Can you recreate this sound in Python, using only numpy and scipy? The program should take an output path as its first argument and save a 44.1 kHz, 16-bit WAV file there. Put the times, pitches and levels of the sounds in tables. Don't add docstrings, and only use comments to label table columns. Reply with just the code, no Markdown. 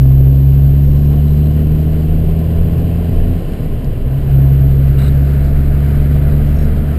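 import sys
import numpy as np
from scipy import signal
from scipy.fft import rfft, irfft
from scipy.io import wavfile
from scipy.ndimage import uniform_filter1d

SR = 44100
rng = np.random.default_rng(int(sys.argv[2]) if len(sys.argv) > 2 else 0)


def decibels_to_gain(level_db):
    exponent = np.asarray(level_db, float) / 20
    return 10 ** exponent


def store_pcm(level_fs):
    pcm = np.round(np.clip(level_fs, -1, 1) * 32767).astype(np.int16)
    wavfile.write(sys.argv[1], SR, np.atleast_2d(pcm).T)


N = 307818


def evened(x):
    return x / np.sqrt(np.mean(x ** 2) + 1e-20)


def columns(rows, t):
    s, *values = np.transpose(rows)
    return [np.interp(t, s, v) for v in values]


def read(points, hz):
    f, db = np.transpose(points)
    return np.interp(np.log(hz + 1), np.log(f + 1), db, left=-90, right=-90)


def wander(rate_hz):
    spectrum = rfft(rng.standard_normal(N))
    lowpass = 1 + (np.fft.rfftfreq(N, 1 / SR) / rate_hz) ** 2
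    return evened(irfft(spectrum / lowpass, N))


def noise(colours, share, size, patchy_db):
    hop = size // 4
    hz = np.fft.rfftfreq(size, 1 / SR)
    frames = N // hop + 5
    a, b, patches = rng.standard_normal((frames, len(hz), 3)).T
    patches = uniform_filter1d(patches, size=8, axis=0)
    patches = evened(uniform_filter1d(patches, size=8, axis=1))
    mix = np.interp(np.arange(frames) * hop, np.arange(N), share * np.ones(N))
    mix = np.clip(mix, 0, 1)
    first, second = (evened(decibels_to_gain(read(c, hz)))[:, None] for c in colours)
    colour = (1 - mix) * first + mix * second
    z = (a + 1j * b) * colour * decibels_to_gain(patchy_db * patches)
    return evened(signal.istft(z, nperseg=size, noverlap=size - hop)[1][:N])


def engine(t):
    # (time [s], boom pitch [Hz], throttle [dB], exhaust pressure [dB re full])
    course = [(0, 66.1, 1.5, 0.5), (0.8, 70.25, 0, 0), (1.55, 74.96, 0, 0.5), (2.3, 79.55, -0.5, 0),
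              (3.0, 84, -0.5, 0), (3.33, 85.2, 1.5, -3), (3.45, 82.5, -18, -6), (3.62, 78.4, -11, -9),
              (4.05, 66.32, -9.5, -24.5), (4.09, 66.3, -3, -7.5), (4.165, 67, -11, -4), (4.225, 73, -6, -8),
              (4.28, 68.2, -5, -6), (4.34, 68.1, -1, 0.5), (4.75, 68.2, -1, -2.5), (5.5, 70.06, -1, -5.5),
              (6.3, 71.96, -1, -3.5), (6.98, 73.6, -3, -8.5)]
    # (frequency [Hz], level [dB])
    boom_response = [(60, -13.5), (70, -11), (78, -14), (92, -17.5), (125, -6), (136, -8), (150, -13.5),
                     (180, -23)]
    # (frequency [Hz], level [dB])
    third_response = [(185, -36.5), (205, -29.5), (218, -23), (230, -25.5), (240, -34), (252, -28.5),
                      (270, -29)]
    # (frequency [Hz], gain [dB])
    cabin_lift = [(90, -3.5), (250, 3.5), (340, -5), (400, 4), (470, 4), (560, -7.5), (800, -8)]
    # (multiple of boom pitch [1], level [dB])
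    upper_orders = [(1.5, -0.5), (4, 0.5), (4.5, -18.5), (5, -8), (5.5, -10.5), (6, -15), (7, -16),
                    (8, -15.5)]

    hz, throttle_db, exhaust_db = columns(course, t)
    turn = 2 * np.pi * np.cumsum(hz) / SR - 0.9
    load_db = -32 + 1.4 * throttle_db + 0.7 * exhaust_db
    orders = [
        (1, read(boom_response, hz) + throttle_db),
        (2, read(boom_response, 2 * hz) + exhaust_db),
        (3, read(third_response, 3 * hz) + throttle_db + 0.2 * exhaust_db),
    ]
    orders += [(k, load_db + db + read(cabin_lift, k * hz)) for k, db in upper_orders]

    out = 0
    for k, db in orders:
        uneven = 1 + 0.022 * np.sqrt(k) * (wander(rate_hz=6) + 1j * wander(rate_hz=6))
        lead = 1.4 * (k == 2)
        swing = (uneven * np.exp(1j * (k * turn + lead))).real
        out = out + np.sqrt(2) * decibels_to_gain(db) * swing
    return out, turn, hz


def rumble():
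    # (frequency [Hz], level [dB per Hz])
    rumble_colour = [(8, -27.5), (16, -9), (24, 3.5), (34, -4), (45, -1), (70, -26.5)]
    return decibels_to_gain(-22.5) * noise([rumble_colour, rumble_colour], 0, size=8192, patchy_db=-1.5)


def drone(pace_db):
    # (frequency [Hz], level [dB per Hz])
    drone_colour = [(30, -20.5), (45, -14), (60, 0), (90, -8.5), (105, -2), (125, 3), (150, -5), (175, -10),
                    (220, -27)]
    level_db = -24 + 0.99 * pace_db
    return decibels_to_gain(level_db) * noise([drone_colour, drone_colour], 0, size=4096, patchy_db=0.7)


def roar(pace_db):
    # (frequency [Hz], level [dB per Hz])
    roar_colour = [(120, -31.5), (170, -0.5), (205, 5.5), (240, 5.5), (280, 1.5), (330, -2), (430, -2),
                   (550, -7.5), (700, -6.5), (800, -27.5), (1000, -30.5), (1500, -52)]
    return decibels_to_gain(-29 + pace_db) * noise([roar_colour, roar_colour], 0, size=2048, patchy_db=0.5)


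def air(t, turn, hz, pace_db, openness):
    # (frequency [Hz], level [dB per Hz])
    shaded_colour = [(440, -29.5), (750, -3.5), (795, 0.5), (904, -16.5), (1020, -2), (1140, -11),
                     (1240, -11), (1330, -14), (1450, -10.5), (2020, -13), (2270, -14.5), (3000, -10),
                     (3500, -20.5), (4550, -56), (7700, -120)]
    # (frequency [Hz], level [dB per Hz])
    open_colour = [(440, -24), (750, -3), (785, -7), (887, -8.5), (958, -5), (1040, -12.5), (1220, -4.5),
                   (1520, -3), (1800, -6.5), (2160, -8.5), (2670, -13.5), (2870, -14), (3500, -20.5),
                   (4550, -50), (7700, -120)]
    # (frequency [Hz], level [dB per Hz])
    fizz_colour = [(2060, -32), (3500, -7), (4030, 0), (4330, -4), (4810, -4), (6000, -14.5), (7800, -47),
                   (13200, -120)]

    throb = 1 + 0.041 * np.cos(turn) + 0.067 * wander(rate_hz=10)
    hiss_db = -44.5 + 0.77 * pace_db + 3.5 * openness
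    hiss = decibels_to_gain(hiss_db) * noise([shaded_colour, open_colour], openness, size=1024, patchy_db=0.6)
    fizz_db = -54 + 0.15 * pace_db + 5.5 * openness
    fizz_db = fizz_db + 0.094 * (hz - 70) - 0.6 * t
    fizz = decibels_to_gain(fizz_db) * noise([fizz_colour, fizz_colour], 0, size=512, patchy_db=0.8)
    return throb * (hiss + fizz)


def bumps(t):
    # (time [s], pitch [Hz], level [dB])
    bump_events = [(0.031, 27, -19.5), (0.53, 29, -23.5), (0.69, 28, -20), (0.9, 27, -20), (1.3, 24, -22),
                   (1.71, 26.01, -17), (1.9, 25, -18), (2.13, 25, -15), (2.27, 27.2, -14.5),
                   (2.62, 26.8, -14), (3.19, 27, -8.5), (3.33, 31.2, -17), (3.49, 29.99, -17.5),
                   (3.701, 22.6, -18), (3.88, 23, -17), (4.02, 26, -15.5), (4.68, 28, -16), (4.9, 27, -17),
                   (5.13, 27.5, -20), (5.41, 27.96, -17), (5.55, 23, -14), (5.71, 22, -12.5),
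                   (6.0, 25, -13), (6.32, 29.02, -14.5), (6.45, 28, -15), (6.58, 26.99, -16),
                   (6.69, 24.9, -14), (6.82, 25, -18)]
    rise_s, fall_s = 0.06, 0.083
    out = np.zeros(N)
    sway = 0.4 * wander(rate_hz=10)
    for s, hz, db in bump_events:
        near = slice(max(round((s - 0.3) * SR), 0), round((s + 0.4) * SR))
        since = t[near] - s
        u = since / np.where(since < 0, rise_s, fall_s)
        swing = np.cos(2 * np.pi * hz * since + sway[near])
        out[near] += np.sqrt(2) * decibels_to_gain(db) * np.exp(-u ** 2) * swing
    return out


def road(t, turn, hz):
    # (time [s], road pace [dB re start], microphone facing the open air [0-1])
    drive = [
        (0, -0.5, 0),
        (1.0, 1, 0.14),
        (2.4, 4, 0.04),
        (3.2, 4, .1),
        (4.1, 2, .2),
        (4.6, 3, 0.4),
        (5.1, 2.5, 0.8),
        (5.6, 2.5, .8),
        (6.3, 4, .8),
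        (6.98, 4, 0.7),
    ]
    pace_db, openness = columns(drive, t)
    low = rumble() + drone(pace_db) + bumps(t)
    return low + roar(pace_db) + air(t, turn, hz, pace_db, openness)


def crickets():
    # (time [s], length [s], first pitch [Hz], level [dB])
    chirps = [(0.82, 0.2, 5680, -64), (0.83, 0.16, 5490, -63), (0.97, 0.1, 5200, -64),
              (1.04, 0.14, 5470, -63), (1.283, 0.1, 5640, -64), (1.436, 0.02, 5600, -61),
              (1.6, 0.3, 5640, -68), (6.465, 0.062, 5560, -61), (6.541, 0.019, 5540, -60),
              (6.56, 0.038, 5520, -53), (6.598, 0.058, 5500, -58), (6.582, 0.06, 5300, -57)]
    pulses_per_s, sink_hz_per_s = 52, 300
    out = np.zeros(N)
    blur = 0.7 * wander(rate_hz=40)
    for s, length, hz, db in chirps:
        t = np.arange(round(length * SR)) / SR
        at = round(s * SR)
        phase = 2 * np.pi * np.cumsum(hz - sink_hz_per_s * t) / SR
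        tone = np.sin(phase + blur[at:at + len(t)])
        pulses = np.sin(np.pi * pulses_per_s * t) ** 2
        out[at:at + len(t)] += decibels_to_gain(db) * evened(tone * pulses)
    return out


def trim():
    # (time [s], length [s], ring pitch [Hz], ring width [Hz], level [dB])
    buzz_events = [(1.175, 0.035, 3000, 150, -49), (1.265, 0.055, 3960, 110, -55),
                   (1.36, 0.06, 4030, 100, -63), (1.43, 0.045, 4100, 200, -53),
                   (1.42, 0.055, 2950, 300, -51), (3.845, 0.0012, 5000, 450, -40),
                   (4.68, 0.06, 3900, 500, -55), (4.982, 0.04, 3820, 170, -43),
                   (5.024, 0.024, 4020, 180, -44), (5.045, 0.047, 3850, 150, -43),
                   (4.972, 0.04, 2850, 200, -46), (5.03, 0.038, 2850, 150, -44),
                   (4.985, 0.095, 2250, 400, -48), (4.98, 0.1, 1450, 700, -41),
                   (4.98, 0.11, 4700, 800, -52), (6.305, 0.03, 4000, 300, -53),
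                   (6.58, 0.03, 3950, 200, -53), (6.76, 0.03, 4000, 500, -54)]
    throbs_per_s = 36
    out = np.zeros(N)
    t = np.arange(1500) / SR
    for s, length, hz, width, db in buzz_events:
        at = round(s * SR)
        rub = rng.standard_normal(round(length * SR))
        rub = rub * (1 + np.sin(np.pi * throbs_per_s * np.arange(len(rub)) / SR) ** 2)
        ring = t * np.exp(-2 * np.pi * width * t) * np.sin(2 * np.pi * hz * t)
        buzz = signal.fftconvolve(rub, ring)
        level = decibels_to_gain(db) * np.sqrt(len(rub) / np.sum(buzz ** 2))
        out[at:at + len(buzz)] += level * buzz
    return out


def scene():
    t = np.arange(N) / SR
    boom, turn, hz = engine(t)
    return (boom + road(t, turn, hz) + crickets() + trim())[None]


def low_pass(x):
    return signal.sosfilt(signal.butter(12, 15920, fs=SR, output="sos"), x)


def record(dry):
    slow = signal.resample_poly(dry, 40, 147, axis=1, padtype="edge")
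    slow = np.clip(slow, -1, 1)
    held = np.repeat(slow, 4, axis=1)
    held = signal.resample_poly(held, 147, 160, axis=1, padtype="edge")[:, :N]
    lowpass = signal.ellip(10, 0.1, 50, 15300, fs=SR, output="sos")
    band = signal.sosfiltfilt(lowpass, held)
    return low_pass(np.clip(band, -1, 1))


dry = scene()
out = record(dry)
store_pcm(out)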